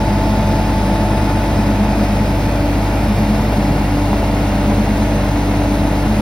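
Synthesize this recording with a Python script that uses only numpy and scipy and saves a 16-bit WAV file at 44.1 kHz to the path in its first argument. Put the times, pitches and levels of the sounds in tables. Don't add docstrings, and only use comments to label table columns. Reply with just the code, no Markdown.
import sys
import numpy as np
from scipy import signal
from scipy.fft import rfft, irfft
from scipy.io import wavfile
from scipy.ndimage import uniform_filter1d, minimum_filter1d

SR = 44100
rng = np.random.default_rng(int(sys.argv[2]) if len(sys.argv) > 2 else 0)


def dump(signal):
    limited = np.clip(np.atleast_2d(signal).T, -1, 1)
    pcm = np.round(limited * 32767).astype(np.int16)
    wavfile.write(sys.argv[1], SR, pcm)


N = 273861
T = np.arange(N) / SR
BINS = np.arange(N // 2 + 1) * SR / N + 0.00074

FIRING_HZ = 50.21
FAN_RATIO, PUMP_RATIO = .723654, 5.8083
IN_STEP_AGO_S = 2.65
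SWING_START_S, SWING_END_S = 0.97, 3.6

# f/Hz, density/(dB per Hz)
AIR_SPECTRUM = [(300, -80), (1300, -73), (2650, -67.5), (3100, -71.5), (3700, -70.8), (4100, -71.6),
                (4600, -70.7), (5200, -71.8), (5600, -74), (6500, -73.9), (7100, -78.8), (8100, -78.2),
                (9000, -79.4), (10600, -80.1), (11600, -78.3), (12200, -79.2), (13600, -84.7),
                (15600, -83.3)]
# middle t/s, half length/s, f/Hz, width/Hz, level/dB
AIR_WHISTLES = [(1.05, .45, 10100, 200, -51.5), (1.15, .55, 8570, 200, -52.5), (1.1, 1.2, 3750, 450, -46.5),
                (2.25, .3, 5250, 450, -48.5), (2.2, .22, 9150, 250, -54.5), (2.55, .3, 12100, 250, -54.5),
                (3.3, .6, 11470, 140, -53.5), (3.2, .45, 3710, 80, -49), (3.35, .52, 5150, 130, -49.5),
                (3.0, .25, 8060, 150, -55), (3.05, .25, 10080, 150, -56), (3.95, .25, 10820, 250, -54),
                (5.3, .9, 6210, 140, -52), (5.9, .55, 10150, 220, -54.5), (6.1, .3, 11880, 200, -54)]
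# f/Hz, level/dB, loudest t/s, half length/s, left minus right/dB
COVER_RINGS = [(697, -41.5, 1.9, 0.92, 14), (842, -39, 4.1, 1.4, 12), (1274, -48, 0.98, 1.7, 4),
               (1457, -42, 1, 0.81, 5), (1550, -46.5, 2.6, .8, 13), (1747, -42.5, 0.74, 0.72, -1),
               (1951, -43.5, 6, 10, -2), (2150, -44, 4.5, 2.2, -2), (2370, -43, 3.3, 0.99, -1),
               (2498, -45.5, 1.8, 1.3, -11), (2785, -46, 4.1, 1.6, -2), (3120, -55, 1, 1.2, -2)]
# multiple of the blade rate, level/dB before and after the swing
BLADE_TONES = [(1, -29, -34.5), (2, -31, -36.5)]
# multiple of the fan shaft rate, level/dB
FAN_SHAFT_TONES = [(2, -34.5), (6, -36), (7, -45), (8, -44.5), (16, -36), (20, -44), (22, -52), (26, -40.5)]
# t/s, level/dB
PUMP_LEVELS = [(0, -38), (.6, -32), (1.2, -34.5), (1.7, -25), (2.1, -33), (2.6, -23.5), (3.1, -31.5),
               (3.9, -22), (4.7, -26.5), (5.6, -20.5), (6.2, -27)]
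# multiple of the stroke rate, level/dB before and after the swing
PUMP_OVERTONES = [(2, -37, -35), (3, -27, -38.5)]
# f/Hz, density/(dB per Hz)
BLOCK_SPECTRUM = [(200, -65.5), (380, -53.5), (600, -53.5), (730, -51), (800, -54.5), (865, -52),
                  (930, -59), (1030, -57.5), (1120, -62), (1480, -62.5), (1680, -66), (2400, -68),
                  (3100, -74), (9000, -105)]
# f/Hz, density/(dB per Hz)
EXHAUST_SPECTRUM = [(20, -88), (35, -73), (60, -52.5), (80, -45), (110, -47.5), (138, -44.5), (157, -48),
                    (185, -44), (215, -46), (238, -50), (260, -46), (300, -46.5), (335, -57.5), (600, -69),
                    (2000, -120)]
# t/s, gain/dB
RUMBLE_GAINS = [(0, 2.5), (2.4, 1), (3.5, 1.5), (4.4, -0.1), (5.3, 0.5), (6.2, 0.5)]
# multiple of the four-firing cycle rate, level/dB
ENGINE_TONES = [(4, -19.5), (8, -22.5), (9, -48), (12, -37.5), (13, -37.5), (16, -30), (20, -41), (44, -46),
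                (48, -38.5), (52, -40.5), (64, -44), (76, -53), (80, -52), (84, -50)]
# t/s, f/Hz, level/dB
BUCKET_KNOCKS = [(3.704, 165, -9.5), (3.971, 705, -14), (4.131, 790, -8.5), (4.229, 580, -10)]
# f/Hz, level/dB
HIGH_WHINES = [(844, -48.5), (1749, -51.5), (2100, -52)]
# t/s, level/dB
DRIVE_LEVELS = [(0, -28), (.35, -32), (1.1, -56), (2.3, -28), (2.8, -37), (3.8, -27), (4.1, -38),
                (4.8, -41), (5.25, -26), (5.6, -44), (6.2, -38)]
# full load t/s, half length/s, level/dB
PADDLE_LOADS = [(.3, 0.33, -17.3), (1.16, 0.11, -18.5), (1.89, 0.42, -16.7), (3.26, 0.24, -12.5),
                (3.7, .17, -21.5), (4.22, .06, -20), (4.84, 0.33, -16), (6.2, 0.17, -14.5)]
# f/Hz, likeness (0-1), left minus right/dB
MACHINE_AT_MICS = [(100, 1, 0), (170, .999, .1), (330, .97, .9), (600, .92, .5), (940, .87, 2),
                   (1400, .66, 2.8), (1900, .8, -1), (2400, .55, -2), (4400, .3, -1)]
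# f/Hz, likeness (0-1), left minus right/dB, lag on the right/s
HISS_AT_MICS = [(3000, .65, -1, .00019), (3600, .75, -1, .00029), (4500, .65, -2, .00026),
                (5100, .8, 0, .00021), (7000, .9, 0, .00021), (9000, .82, 0, .000195),
                (15000, .8, 0, .000185)]


def undb(db):
    return 10 ** (np.asarray(db) / 20)


def over_time(table):
    return np.interp(T, *np.transpose(table))


def over_bins(table):
    hz, *columns = np.transpose(table)
    return [np.interp(np.log(BINS), np.log(hz), column) for column in columns]


def swing(before_db, after_db):
    return np.interp(T, [SWING_START_S, SWING_END_S], [before_db, after_db])


def colour(white, spectrum):
    return irfft(rfft(white) * undb(over_bins(spectrum)[0]) * np.sqrt(SR / 2), N)


def walk(rate_hz):
    drift = irfft(rfft(rng.standard_normal(N)) * np.exp(-(BINS / rate_hz) ** 2), N)
    return (drift - drift.mean()) / drift.std()


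def tone(cycles, db, waver):
    wobble = 1 + waver * (walk(4.6) + 1j * walk(4.1))
    return np.sqrt(2) * undb(db) * (wobble * np.exp(2j * np.pi * cycles)).imag


def ring(push, hz, width_hz):
    mode = irfft(rfft(push) / (1 + 2j * (BINS - hz) / width_hz) ** 2, N)
    return mode / mode.std()


def puffs(cycles, decay_cycles, scatter_db, steady):
    count = cycles.astype(int)
    size = undb(scatter_db * rng.uniform(-1, 1, 4096))[count]
    envelope = steady + size * np.exp(-(cycles - count) / decay_cycles)
    return rng.standard_normal((2, N)) * envelope / np.sqrt(np.mean(envelope ** 2))


def recurring(firings):
    loop = rng.standard_normal((2, int(4 * N / firings[-1])))
    position = firings / 4 % 1
    return loop[:, (position * loop.shape[1]).astype(int)]


def steel_echoes(sound, echo_db=-13, decay_s=.004, places=4):
    out = sound
    for place, spray in enumerate(rng.standard_normal((places, 2048))):
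        spray = spray * np.exp(-T[:len(spray)] / decay_s)
        echoes = signal.fftconvolve(sound, [spray / np.linalg.norm(spray)])[:, :N]
        nearness = np.sqrt(np.clip(1 - abs(T / T[-1] * (places - 1) - place), 0, 1))
        out = out + undb(echo_db) * nearness * echoes
    return out / np.sqrt(1 + undb(echo_db) ** 2)


def hiss(gain_db=-1.5, flicker_db=0.5):
    rush = steel_echoes(colour(rng.standard_normal((2, N)), AIR_SPECTRUM))
    direct, scattered = rush * undb(gain_db + swing(0, 0.17) + flicker_db * walk(33))
    for at_s, half_s, hz, width_hz, db in AIR_WHISTLES:
        whistle = ring(rng.standard_normal(N), hz, width_hz)
        direct = direct + undb(db) * np.exp(-((T - at_s) / half_s) ** 4) * whistle
    return direct, scattered


def covers(firings, far_db=-7, width_hz=95):
    taps = puffs(firings, decay_cycles=0.37, scatter_db=4.5, steady=0.69)[0]
    out = 0
    for hz, db, at_s, half_s, pan_db in COVER_RINGS:
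        lobe = undb(far_db) + (1 - undb(far_db)) * np.exp(-((T - at_s) / half_s) ** 2)
        pan = undb([[pan_db / 2], [-pan_db / 2]])
        out = out + undb(db) * lobe * ring(taps, hz, width_hz) * pan
    return out


def fan(fan_turns, blades=9):
    passes = blades * fan_turns
    strong = sum(tone(k * passes, swing(*levels), waver=0.033) for k, *levels in BLADE_TONES)
    weak = sum(tone(k * fan_turns, db, waver=0.08) for k, db in FAN_SHAFT_TONES)
    return strong + weak


def pump(strokes):
    hum = tone(strokes, over_time(PUMP_LEVELS), waver=0.055)
    overtones = sum(tone(k * strokes, swing(*levels), waver=0.04) for k, *levels in PUMP_OVERTONES)
    return hum + overtones


def block_clatter(firings, fan_turns, chatter_share=0.2, flicker_db=0.31):
    knock = puffs(firings, decay_cycles=0.38, scatter_db=5, steady=1.4)
    rattle = puffs(2 * fan_turns, decay_cycles=0.96, scatter_db=5, steady=1.1)
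    chatter = recurring(firings)
    mix = np.sqrt((1 - chatter_share) / 2) * (knock + rattle) + np.sqrt(chatter_share) * chatter
    return colour(mix, BLOCK_SPECTRUM) * undb(flicker_db * walk(29))


def exhaust(firings, recurring_share=.07):
    gas = puffs(firings, decay_cycles=0.93, scatter_db=0.5, steady=1.0)
    mix = np.sqrt(1 - recurring_share) * gas + np.sqrt(recurring_share) * recurring(firings)
    return colour(mix, EXHAUST_SPECTRUM) * undb(over_time(RUMBLE_GAINS))


def engine_throb(firings):
    out = 0
    for order, db in ENGINE_TONES:
        per_firing = order / 4
        out = out + tone(per_firing * firings, db, waver=min(0.015 * per_firing ** 2, .4))
    return out


def bucket_knocks(decay_cycles=2.4, upper_ratio=1.2, upper_db=-7):
    out = 0
    for at_s, hz, db in BUCKET_KNOCKS:
        cycles = hz * np.maximum(T - at_s, 0)
        modes = np.sin(2 * np.pi * cycles) + undb(upper_db) * np.sin(2 * np.pi * upper_ratio * cycles)
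        out = out - undb(db) * np.exp(-cycles / decay_cycles) * modes
    return out


def drive_jolts(first_s=.016, every_s=.0997, half_s=0.027, slack_db=-28, scatter_db=.7):
    times = np.arange(first_s, T[-1] + every_s, every_s)
    load = sum(undb(db) * np.exp(-((times - at_s) / dig_s) ** 4) for at_s, dig_s, db in PADDLE_LOADS)
    sizes = np.maximum(load, undb(slack_db)) * undb(scatter_db * rng.standard_normal(len(times)))
    return sum(size * np.exp(-((T - at_s) / half_s) ** 2) for at_s, size in zip(times, sizes))


def mixer(boom_hz=209.8, held_share=0.22, panel_hz=207, width_hz=30, shudder_db=-34, hum_hz=140.3):
    throbs = drive_jolts()
    held = uniform_filter1d(throbs, size=SR // 5)
    swell = (1 - held_share) * throbs + held_share * held
    boom = swell * tone(boom_hz * T, 0, waver=0.08)
    resonance = 1 / (1 + (2 * (BINS - panel_hz) / width_hz) ** 2)
    shudder = irfft(rfft(rng.standard_normal(N)) * resonance, N)
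    whine = sum(tone(hz * T, db, waver=0.35) for hz, db in HIGH_WHINES)
    hum = tone(hum_hz * T, over_time(DRIVE_LEVELS), waver=0.15)
    return boom + undb(shudder_db) * shudder / shudder.std() + whine + hum


def microphones(direct, scattered, likeness, pan_db, lag_s=0):
    shared = rfft(direct) * np.sqrt((1 + likeness) / 2)
    apart = rfft(scattered) * np.sqrt((1 - likeness) / 2)
    left = (shared + apart) * undb(pan_db / 2)
    right = (shared - apart) * undb(-pan_db / 2) * np.exp(-2j * np.pi * BINS * lag_s)
    return irfft(np.array([left, right]), N)


def scene():
    firing_hz = FIRING_HZ * (1 + .0005 * walk(0.91))
    firings = FIRING_HZ * IN_STEP_AGO_S + np.cumsum(firing_hz) / SR
    fan_turns = FAN_RATIO * firings
    direct, scattered = exhaust(firings) + block_clatter(firings, fan_turns)
    tones = engine_throb(firings) + fan(fan_turns) + pump(PUMP_RATIO * firings)
    bucket = mixer() + bucket_knocks()
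    machine = microphones(direct + tones + bucket, scattered, *over_bins(MACHINE_AT_MICS))
    ringing = covers(firings)
    air = microphones(*hiss(), *over_bins(HISS_AT_MICS))
    return machine + ringing + air


def record(dry, ceiling_db=-2.4, hold_s=.008, fade_s=.003, top_hz=15750):
    hold = int(hold_s * SR)
    headroom = np.minimum(1, undb(ceiling_db) / (np.abs(dry).max(axis=0) + 1e-9))
    gain = uniform_filter1d(minimum_filter1d(headroom, size=hold), size=hold)
    fade = np.clip(np.minimum(T, T[-1] - T) / fade_s, 0, 1)
    lowpass = signal.ellip(10, .1, 80, top_hz, fs=SR, output="sos")
    return signal.sosfilt(lowpass, dry * gain * fade)


dry = scene()
out = record(dry)
dump(out)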